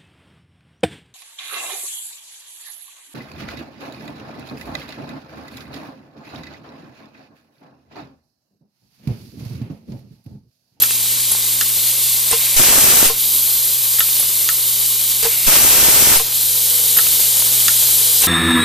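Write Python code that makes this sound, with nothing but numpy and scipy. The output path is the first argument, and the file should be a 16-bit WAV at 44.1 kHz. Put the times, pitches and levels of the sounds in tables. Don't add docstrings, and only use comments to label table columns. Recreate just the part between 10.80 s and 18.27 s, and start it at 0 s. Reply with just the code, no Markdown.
import sys
import numpy as np
from scipy import signal
from scipy.fft import rfft, irfft
from scipy.io import wavfile

SR = 44100
rng = np.random.default_rng(int(sys.argv[2]) if len(sys.argv) > 2 else 0)


def dump_mix(stems):
    frames = np.atleast_2d(stems).T
    limited = np.clip(frames, -1, 1)
    pcm = np.round(limited * 32767).astype(np.int16)
    wavfile.write(sys.argv[1], SR, pcm)


N = 329427
T = np.arange(N) / SR
HZ = np.fft.rfftfreq(N, 1 / SR)

# time_s, level_db, beamed_sizzle_db
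JET_LEVELS = [(0.15, -23.5, -25.5), (0.5, -21.5, -23.5), (0.9, -22, -21.5), (1.35, -21.5, -21.5),
              (1.7, -21, -22), (2.55, -22.5, -19), (2.85, -22, -20), (3.25, -22.0, -20), (3.7, -22, -20.5),
              (4.35, -22.5, -22), (4.55, -22.5, -20.5), (5.7, -20.5, -19.5), (6.25, -18.5, -18),
              (6.65, -17.5, -18), (7.1, -17.5, -17.5), (7.35, -17.5, -17.5)]
# frequency_hz, density_db
JET_SPECTRUM = [(500, -23), (1500, -17.5), (1800, -12.5), (2080, -6), (2780, -3), (2980, -2), (3900, 2),
                (4600, 1), (5600, -1.5), (7000, 3), (9000, 7.5), (10000, 5), (11500, 4), (13400, 5.5),
                (14100, 5)]
# frequency_hz, likeness_0_to_1
JET_LIKENESS = [(500, .6), (1500, .85), (3000, .992), (5000, .99), (6300, .74), (9000, .7), (12000, .6),
                (14000, .7)]
# frequency_hz, lead_rad
JET_PHASE_LEAD = [(100, 0), (5200, 0), (8000, -.7), (10000, -1.1), (12000, -1.35), (14000, -1.75)]
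# time_s, level_db
SHOULDER_LEVELS = [(0.2, -38), (0.5, -38.5), (1.0, -38.5), (1.25, -38.5), (1.45, -38.5), (1.6, -33),
                   (1.75, -34.5), (2.45, -40), (2.8, -41), (3.35, -38.5), (4.05, -41), (4.38, -40),
                   (4.55, -33.5), (5.6, -40.5), (6.0, -39.5), (6.35, -37.5), (6.7, -37.5), (6.95, -37),
                   (7.3, -38.5)]
# lower_hz, upper_hz
SHOULDER_EDGE = [2750, 2950]
# sag_start_s, pressure_back_s
PRESSURE_SAGS = [(2.277, 2.405), (5.39, 5.545)]
SAG_FALL_S, REFILL_S = 0.06, 0.049
SAG_BODY_DB, SAG_TREBLE_DB, SAG_SIZZLE_DB = -2.5, -5.5, -5.5
USUAL_DB = -21.4
BODY_DB, BODY_SHARE = -25.5, 0.75
PAN_DB, PAN_SHARE = .5, 0.2
WIDTH_DB, NARROWING_SHARE = 0.45, 0.69

HUM_HZ = 119.9
# time_s, rms_level_db
HUM_LEVELS = [(0.1, -44.5), (0.4, -42.0), (1.6, -43.5), (2.5, -46), (3.85, -44.5), (5.7, -43.5),
              (6.55, -42.5), (6.8, -39), (7.35, -42.5)]
# harmonic_number, level_db
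ODD_HARMONICS = [(3, -18), (5, -21.5)]
# time_s, rms_level_db
SECOND_HARMONIC_LEVELS = [(0.4, -52.5), (0.9, -52), (1.3, -65), (2.6, -52.5), (3.0, -70), (3.3, -61),
                          (4.25, -56), (5.75, -64), (6.05, -55)]
# time_s, rms_level_db
BOWL_RING_LEVELS = [(2.6, -60.5), (5.6, -57), (5.75, -45.5), (6.1, -45.5), (6.27, -49), (6.45, -45.5),
                    (6.72, -48.5), (6.95, -55), (7.25, -46)]
# frequency_hz, density_db
RATTLE_SPECTRUM = [(25, -10), (80, 0.5), (170, 1.5), (300, 0), (430, 6), (650, 3.5), (950, 5.5),
                   (1250, 2.5), (2000, 3), (5000, -50)]
RATTLE_DB, RATTLE_SHARE = -49, 1
# time_s, rms_level_db
RIM_LEVELS = [(0.3, -51.5), (1.3, -50.5), (4.3, -50.5), (5.8, -63)]
RIM_HZ, RIM_WIDTH_HZ = 1079, 80

# spit_s, spit_db, spit_hz, spit_length_s, travel_s, plate_knock_db,
# clack_db, flight_s, landing_db, jolt_db
DRIVE_STROKES = [(0.02, -4.5, 11700, 0.0075, 0.016, -24.5, -18, 0.072, -18.5, -28),
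                 (3.189, -10, 11800, 0.0087, 0.016, -17.5, -15, 0.082, -24, -38),
                 (6.17, -7, 11660, 0.01, .016, -15, -15, .082, -18, -36)]
PUSH_WIDTH_HZ = 580
CLATTER_LEAD_S, CLATTER_DB = 0.02, -11
BOUNCE_S, BOUNCE_DB = 0.15, -8
# spit_s, spit_db, spit_length_s, track_tap_delay_s, track_tap_db, travel_s,
# plate_knock_db, clack_db, plate_brightness_db_per_octave
RETURN_STROKES = [(0.512, -12.5, 0.011, .037, -25, 0.2985, -31.5, -11, 16.5),
                  (3.397, -11.5, 0.0066, .032, -24.5, .292, -17, -15, -0.5),
                  (6.588, -17, 0.016, .033, -22, .2935, -12.5, -8.5, -3)]
RETURN_HZ, RETURN_WIDTH_HZ = 10770, 1900
# mode_hz, mode_db, t60_s
CYLINDER_MODES = [(2760, -2, 0.018), (3140, 2, 0.0073), (3380, 0.5, 0.014), (3530, -8, 0.026),
                  (4870, -0.5, 0.015), (6700, 3.5, 0.014)]
# mode_hz, mode_db, t60_s
PLATE_MODES = [(1342, -5, 0.084), (1450, -0.5, 0.042), (1590, -2, 0.026), (1735, 3.5, 0.028),
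               (1850, -1, 0.04)]
PLATE_DELAY_S = .0008
# mode_hz, mode_db, t60_s
BOX_MODES = [(424, -13.5, 0.03), (865, -12, 0.018), (1220, -5, 0.01), (1680, -7, 0.012), (2620, 5.5, 0.01),
             (3520, -3, 0.006)]
# mode_hz, mode_db, t60_s
TRACK_MODES = [(520, -7, .02), (820, -3, 0.012), (1150, -5.5, .016), (1550, -11, 0.009), (2100, -10, .012)]
PUSH_JOLT_DELAY_S, JOLT_S = 0.00095, 0.00067

# spit_s, spit_db, thump_delay_s, knock_db,
# knock_brightness_db_per_octave, scrape_db, jolt_db
ESCAPEMENT_RELEASES = [(1.510, -11, 0.016, -17.5, 1.5, -22.5, -22),
                       (4.425, -18, .024, -18.5, 0.5, -22.5, -32), (7.417, -13, 0.017, -21, 4, -20, -26)]
RELEASE_HZ, RELEASE_WIDTH_HZ, RELEASE_SPIT_S = 8600, 1500, 0.0056
SET_OFF_S, SET_OFF_DB, SLIDE_S, REBOUND_S, REBOUND_DB = .001, -9, .021, .008, -5
# mode_hz, mode_db, t60_s
ESCAPEMENT_MODES = [(441, 1, 0.069), (464, 3, 0.082), (594, -13, 0.036), (772, 0.5, 0.061),
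                    (1035, 2, 0.055), (1070, 0, 0.06), (1164, -6, 0.037), (1530, -4, 0.035),
                    (2680, 2.5, 0.03), (2850, -1, 0.03)]
# mode_hz, mode_db, t60_s
CATCH_MODES = [(2830, -3, .025), (4700, -13, 0.013), (10700, 3, 0.034)]
CATCH_S, CATCH_DB = 0.029, -17

# start_s, end_s, roar_db, microphone_pressure_db
FEED_BLASTS = [(1.762, 2.262, -15, -6.5), (4.665, 5.36, -15.5, -7)]
# frequency_hz, density_db
BLAST_SPECTRUM = [(40, 1.5), (150, -3), (400, 3.5), (800, 2.5), (1800, 2.5), (3000, 5.5), (4100, 3),
                  (6000, 7), (7200, 5), (8600, 8.5), (10300, 1.5), (11750, 7.5), (12900, 6.5), (14000, 3.5)]
# frequency_hz, likeness_0_to_1
BLAST_LIKENESS = [(100, .2), (1500, .3), (3300, .55), (6500, .35), (10000, .6), (11700, .8), (13500, .9)]
# frequency_hz, lead_rad
BLAST_PHASE_LEAD = [(100, 0), (5200, -.2), (7200, -1.6), (10000, -2.2), (11700, -2.4), (13500, -2.7)]
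# time_s, peak_db, sign (1 push, -1 suction)
EDDY_POPS = [(1.797, -3, 1), (1.805, -1, 1), (1.816, -4, 1), (1.887, -5, 1), (1.910, -4, 1), (1.982, -4, 1),
             (1.986, -4, 1), (2.043, -3, 1), (2.137, -4, 1), (2.229, 1, 1), (2.230, 1, -1), (2.250, -5, 1),
             (4.680, -1, 1), (4.689, -1, 1), (4.850, 1, 1), (5.029, -4, 1), (5.031, -5, 1), (5.086, 0, 1),
             (5.226, -3, 1), (5.273, -4, 1), (5.318, -4, -1)]
POP_TIME_S = .0003
SPUTTER_PER_S, SPUTTER_DB, SPUTTER_SPREAD_DB = 40, -14, 3
RESET_DELAY_S, RESET_SLIDE_S = .011, .0235
RESET_SPIT_DB, RESET_HZ, RESET_WIDTH_HZ, RESET_SPIT_S = -14, 9300, 440, 0.0064
RESET_KNOCK_DB, RESET_SCRAPE_DB = -22, -25

EDGE_HZ = 14290


def gain_of(db):
    return 10 ** (np.asarray(db) / 20)


def evened(x):
    return x / np.sqrt(np.mean(x ** 2) + 1e-20)


def read(points, hz):
    f, value = np.transpose(points)
    return np.interp(np.log(hz + 1), np.log(f + 1), value)


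def follow(table):
    s, *columns = np.transpose(table)
    return [np.interp(T, s, c) for c in columns]


def add(mix, s, sound):
    part = mix[:, max(round(s * SR), 0):][:, :sound.shape[1]]
    part += sound[:, :part.shape[1]]


def drift(rate_hz):
    return evened(irfft(rfft(rng.standard_normal(N)) / (1 + (HZ / rate_hz) ** 2), N))


def band(x, lo, hi):
    return irfft(rfft(x) * ((HZ > lo) & (HZ < hi)), N)


def noise(colour, same, lead, lo, hi):
    a, b = rfft(rng.standard_normal((2, N)))
    same = np.clip(same, 0, .995)
    right = (same * a + np.sqrt(1 - same ** 2) * b) * np.exp(-1j * lead)
    shared = np.sqrt(1 + same * np.cos(lead))
    pair = irfft(np.array([a, right]) * gain_of(read(colour, HZ)) / shared, N)
    return pair / band(pair.mean(0), lo, hi).std()


def gate(t, start, end, rise, fall):
    opening = 1 - np.exp(-np.maximum(t - start, 0) / rise)
    return opening * np.exp(-np.maximum(t - end, 0) / fall)


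def sag():
    return sum(np.clip((T - s) / SAG_FALL_S, 0, 1) * np.clip((e - T) / REFILL_S, 0, 1) for s, e in PRESSURE_SAGS)


def jet(flutter_db=0.6, top_flutter_db=0.07, treble_trim_db=-2.0, sizzle_trim_db=0.44,
        bench_db=-17, bench_delay=.00132):
    level_db, sizzle_db = follow(JET_LEVELS)
    near_db = level_db - USUAL_DB
    body_db = BODY_DB + BODY_SHARE * near_db
    levels_db = np.array([body_db, level_db + treble_trim_db, sizzle_db + sizzle_trim_db])
    levels_db = levels_db + np.outer([SAG_BODY_DB, SAG_TREBLE_DB, SAG_SIZZLE_DB], sag())
    pan_db = PAN_DB + PAN_SHARE * near_db
    width_db = WIDTH_DB - NARROWING_SHARE * (sizzle_db - USUAL_DB)

    air = noise(JET_SPECTRUM, read(JET_LIKENESS, HZ), read(JET_PHASE_LEAD, HZ), 2500, 5500)
    late = T - bench_delay * (1 + 0.054 * drift(0.73))
    reflected = np.array([np.interp(np.round(late * SR), np.arange(N), port) for port in air])
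    air = air + gain_of(bench_db) * reflected
    spectrum = rfft(air)
    above = np.interp(HZ, SHOULDER_EDGE, [0, 1])
    shoulder = irfft(spectrum * (1 - above), N)
    out = shoulder * gain_of(follow(SHOULDER_LEVELS)[0]) / band(air.mean(0), 1800, 2750).std()

    zones = [(2500, 5500), (6500, 11000), (11500, 14200)]
    centres = [4500, 8500, 13000]
    beam = gain_of(top_flutter_db * drift(21) + pan_db * np.array([[.5], [-.5]]))
    for (lo, hi), shares, db, sway in zip(zones, np.eye(len(zones)), levels_db, [1, beam, beam]):
        part = irfft(spectrum * above * np.interp(HZ, centres, shares), N)
        out += part * sway * gain_of(db) / band(air.mean(0), lo, hi).std()
    middle = out.mean(0)
    return (middle + (out - middle) * gain_of(width_db)) * gain_of(flutter_db * drift(16))


def feeder(waver_db=2, pan_db=-3.0, clump_db=1.4):
    (hum_db,), (second_db,) = follow(HUM_LEVELS), follow(SECOND_HARMONIC_LEVELS)
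    (ring_db,), (rim_db,) = follow(BOWL_RING_LEVELS), follow(RIM_LEVELS)
    rattle_db = RATTLE_DB + RATTLE_SHARE * (follow(JET_LEVELS)[0] - USUAL_DB)
    turn = 2 * np.pi * HUM_HZ * T
    hum = np.sin(turn)
    for multiple, db in ODD_HARMONICS:
        overtone = np.sin(round(multiple) * turn + 2 * np.pi * rng.random())
        hum = hum + gain_of(db + waver_db * drift(0.97)) * overtone
    bowl = gain_of(second_db) * np.sin(2 * turn) + gain_of(ring_db + .7 * drift(5)) * np.sin(4 * turn)
    tones = gain_of(hum_db) * hum + bowl
    chatter = noise(RATTLE_SPECTRUM, read([(60, .7), (700, .6), (2000, .85)], HZ), 0, 600, 1150)
    throw = (1 + 0.26 * np.sin(turn)) * gain_of(rattle_db + clump_db * drift(40))
    resonance = 1 / (1 + ((HZ - RIM_HZ) / (RIM_WIDTH_HZ / 2)) ** 2)
    rim = evened(irfft(rfft(rng.standard_normal(N)) * resonance, N))
    return np.sqrt(2) * tones + rim * gain_of(rim_db) + chatter * throw * gain_of([[pan_db], [-pan_db]])


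def struck(rows, modes, rise, crack_db, crack_hz, crack_time, spread, scatter=1):
    out, t = np.zeros((2, N)), np.arange(SR // 4) / SR
    hz, mode_db, t60 = np.transpose(modes)[:, :, None]
    octaves = np.log2(hz / 1000)
    crack_filter = signal.butter(1, [crack_hz / 4, min(crack_hz, SR / 3)], "band", fs=SR)
    for s, db, *brightness in rows:
        phase = 2 * np.pi * scatter * rng.random(hz.shape) + spread * rng.standard_normal((2, *hz.shape))
        size = gain_of(mode_db + sum(brightness) * octaves)
        pitch = hz * (1 + .015 * rng.standard_normal(hz.shape))
        decay = np.exp(-np.log(1000) * t / t60)
        ring = (size * decay * np.sin(2 * np.pi * pitch * t + phase)).sum(1)
        grit = rng.standard_normal(len(t)) + spread * rng.standard_normal((2, len(t)))
        grit = evened(signal.lfilter(*crack_filter, grit))
        crack = gain_of(crack_db) * grit * np.exp(-t / crack_time)
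        add(out, s, gain_of(db) * (ring + crack) * (1 - np.exp(-t / rise)))
    return out


def shop(x, t60=0.19):
    t = np.arange(SR // 2) / SR
    present = (rng.random((2, len(t))) < 2500 / SR) * (t > .003)
    taps = rng.standard_normal((2, len(t))) * present * np.exp(-np.log(1000) * t / t60)
    return signal.fftconvolve(x, taps / np.linalg.norm(taps[0]), axes=1)[:, :N]


def spits(spurts, puff_db=-11, lead=0.87):
    out, t = np.zeros((2, N)), np.arange(4096) / SR
    f = np.fft.rfftfreq(len(t), 1 / SR)
    for s, db, hz, width, length in spurts:
        z = rfft(rng.standard_normal(len(t))) / (1 + ((f - hz) / (width / 2)) ** 2)
        whistle = irfft(np.array([z, z * np.exp(1j * lead)]))
        flow = gate(t, 0, length, 0.00051, 0.00056)
        whistle = whistle * flow
        whistle = whistle / np.sqrt(np.sum(whistle[0] ** 2) / np.sum(flow ** 2))
        puff = flow * rng.standard_normal((2, len(t)))
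        add(out, s, gain_of(db) * (whistle + gain_of(puff_db) * puff))
    return out


def jolts():
    rows = [(s + PUSH_JOLT_DELAY_S, db) for s, *_, db in DRIVE_STROKES]
    rows += [(s + SLIDE_S, db) for s, *_, db in ESCAPEMENT_RELEASES]
    out, u = np.zeros((2, N)), np.arange(SR // 50) / SR / JOLT_S
    for s, db in rows:
        add(out, s - JOLT_S, gain_of(db) * np.outer([1, 1], u * np.exp(1 - u)))
    return out


def scrapes(slides, travel=0.021):
    colour = [(40, 14), (300, 3), (1200, 4.0), (2600, 13), (6000, 11.0), (13000, -1)]
    rub = noise(colour, 0.62, 0, 100, 18000)
    return rub * sum(gain_of(db) * gate(T, s - travel, s + 0.0085, 0.0038, 0.015) for s, db in slides)


def blasts(flutter_db=0.5, fall=0.027):
    roar = noise(BLAST_SPECTRUM, read(BLAST_LIKENESS, HZ), read(BLAST_PHASE_LEAD, HZ), 150, 14000)
    pan_db = read([(700, 0), (2500, -1), (8000, 3.0), (13000, 0)], HZ)
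    roar = irfft(rfft(roar) * gain_of(pan_db * np.array([[.5], [-.5]])), N)
    low, middle, top = band(roar, 0, 1800), band(roar, 1800, 5500), band(roar, 5500, SR)
    roar = low * gain_of(1.7 * drift(45)) + middle * gain_of(1.2 * drift(8)) + top
    flow = sum(gain_of(db) * gate(T, s, e, 0.0027, fall) for s, e, db, _ in FEED_BLASTS)
    return roar * flow * gain_of(flutter_db * drift(60))


def buffet(eddies_per_s=700, eddy_db=-30, eddy_hz=300, leak_hz=12.0, left_db=-6, pop_db=-2, early=0.0058):
    push = sum(gain_of(db) * gate(T, s, e - early, 0.014, 0.025) for s, e, _, db in FEED_BLASTS)
    flow = push / push.max()
    eddies = np.minimum(rng.exponential(1, (2, N)), 3) * (rng.random((2, N)) < eddies_per_s / SR)
    eddies = evened(signal.lfilter(*signal.butter(1, [15, eddy_hz], "band", fs=SR), eddies))
    sputter = gain_of(SPUTTER_DB + SPUTTER_SPREAD_DB * rng.standard_normal(N))
    pops = flow * (rng.random(N) < SPUTTER_PER_S / SR) * sputter
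    for s, db, sign in EDDY_POPS:
        pops[round(s * SR)] = sign * gain_of(db)
    u = np.arange(-200, 201) / SR / POP_TIME_S
    pops = signal.oaconvolve(pops, (1 + u ** 2) ** -1.5, "same")
    pressure = push + gain_of(eddy_db) * eddies * flow + gain_of(pop_db) * np.outer([.12, 1], pops)
    pressure = signal.lfilter(*signal.butter(1, leak_hz, "high", fs=SR), pressure)
    return pressure * gain_of([[left_db], [0]])


def cycle():
    spurts, blows, knocks, slides, landings, taps = [], [], [], [], [], []
    for s, spit_db, hz, length, travel, knock_db, clack_db, flight, landing_db, _ in DRIVE_STROKES:
        out = s + travel
        spurts += [(s, spit_db, hz, PUSH_WIDTH_HZ, length)]
        blows += [(out - CLATTER_LEAD_S, knock_db + CLATTER_DB, clack_db + CLATTER_DB), (out, knock_db, clack_db)]
        landings += [(out + flight, landing_db), (out + flight + BOUNCE_S, landing_db + BOUNCE_DB)]
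    for s, spit_db, length, tap_delay, tap_db, travel, knock_db, clack_db, brightness in RETURN_STROKES:
        spurts += [(s, spit_db, RETURN_HZ, RETURN_WIDTH_HZ, length)]
        taps += [(s + tap_delay, tap_db)]
        blows += [(s + travel, knock_db, clack_db, brightness)]
    for s, spit_db, thump_delay, knock_db, brightness, scrape_db, _ in ESCAPEMENT_RELEASES:
        thump = s + thump_delay
        spurts += [(s, spit_db, RELEASE_HZ, RELEASE_WIDTH_HZ, RELEASE_SPIT_S)]
        knocks += [(s + SET_OFF_S, knock_db + SET_OFF_DB, brightness), (thump, knock_db, brightness),
                   (thump + REBOUND_S, knock_db + REBOUND_DB, brightness)]
        slides += [(s + SLIDE_S, scrape_db)]
    for _, end, *_ in FEED_BLASTS:
        s = end + RESET_DELAY_S
        spurts += [(s, RESET_SPIT_DB, RESET_HZ, RESET_WIDTH_HZ, RESET_SPIT_S)]
        knocks += [(s + RESET_SLIDE_S, RESET_KNOCK_DB)]
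        slides += [(s + RESET_SLIDE_S, RESET_SCRAPE_DB)]
    return spurts, blows, knocks, slides, landings, taps


def scene():
    spurts, blows, knocks, slides, landings, taps = cycle()
    clacks = [(s, db) for s, _, db, *_ in blows]
    thuds = [(s + PLATE_DELAY_S, db, *brightness) for s, db, _, *brightness in blows]
    catches = [(s + CATCH_S, CATCH_DB) for s, *_ in ESCAPEMENT_RELEASES]
    hits = struck(clacks, CYLINDER_MODES, rise=.0002, crack_db=-1, crack_hz=10000, crack_time=.004, spread=.25)
    hits += struck(thuds, PLATE_MODES, rise=.0007, crack_db=-14, crack_hz=2000, crack_time=.005,
                   spread=.2, scatter=.15)
    hits += struck(landings, BOX_MODES, rise=0.00022, crack_db=-22, crack_hz=3000, crack_time=0.0043, spread=0.18)
    hits += struck(taps, TRACK_MODES, rise=0.00037, crack_db=-1, crack_hz=2400, crack_time=0.0033, spread=.25)
    hits += struck(knocks, ESCAPEMENT_MODES, rise=0.0048, crack_db=-2, crack_hz=1800, crack_time=0.01, spread=0.13)
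    hits += struck(catches, CATCH_MODES, rise=0.0003, crack_db=-6, crack_hz=9000, crack_time=0.003, spread=0.25)
    valves = spits(spurts)
    room = gain_of(-11.0) * shop(hits) + gain_of(-4.5) * shop(valves)
    return jet() + feeder() + hits + valves + room + jolts() + scrapes(slides) + blasts() + buffet()


def record(dry):
    low_pass = signal.firwin(1023, EDGE_HZ, window=("kaiser", 9), fs=SR)
    return signal.oaconvolve(np.clip(dry, -1, 1), low_pass[None], "same")


dry = scene()
out = record(dry)
dump_mix(out)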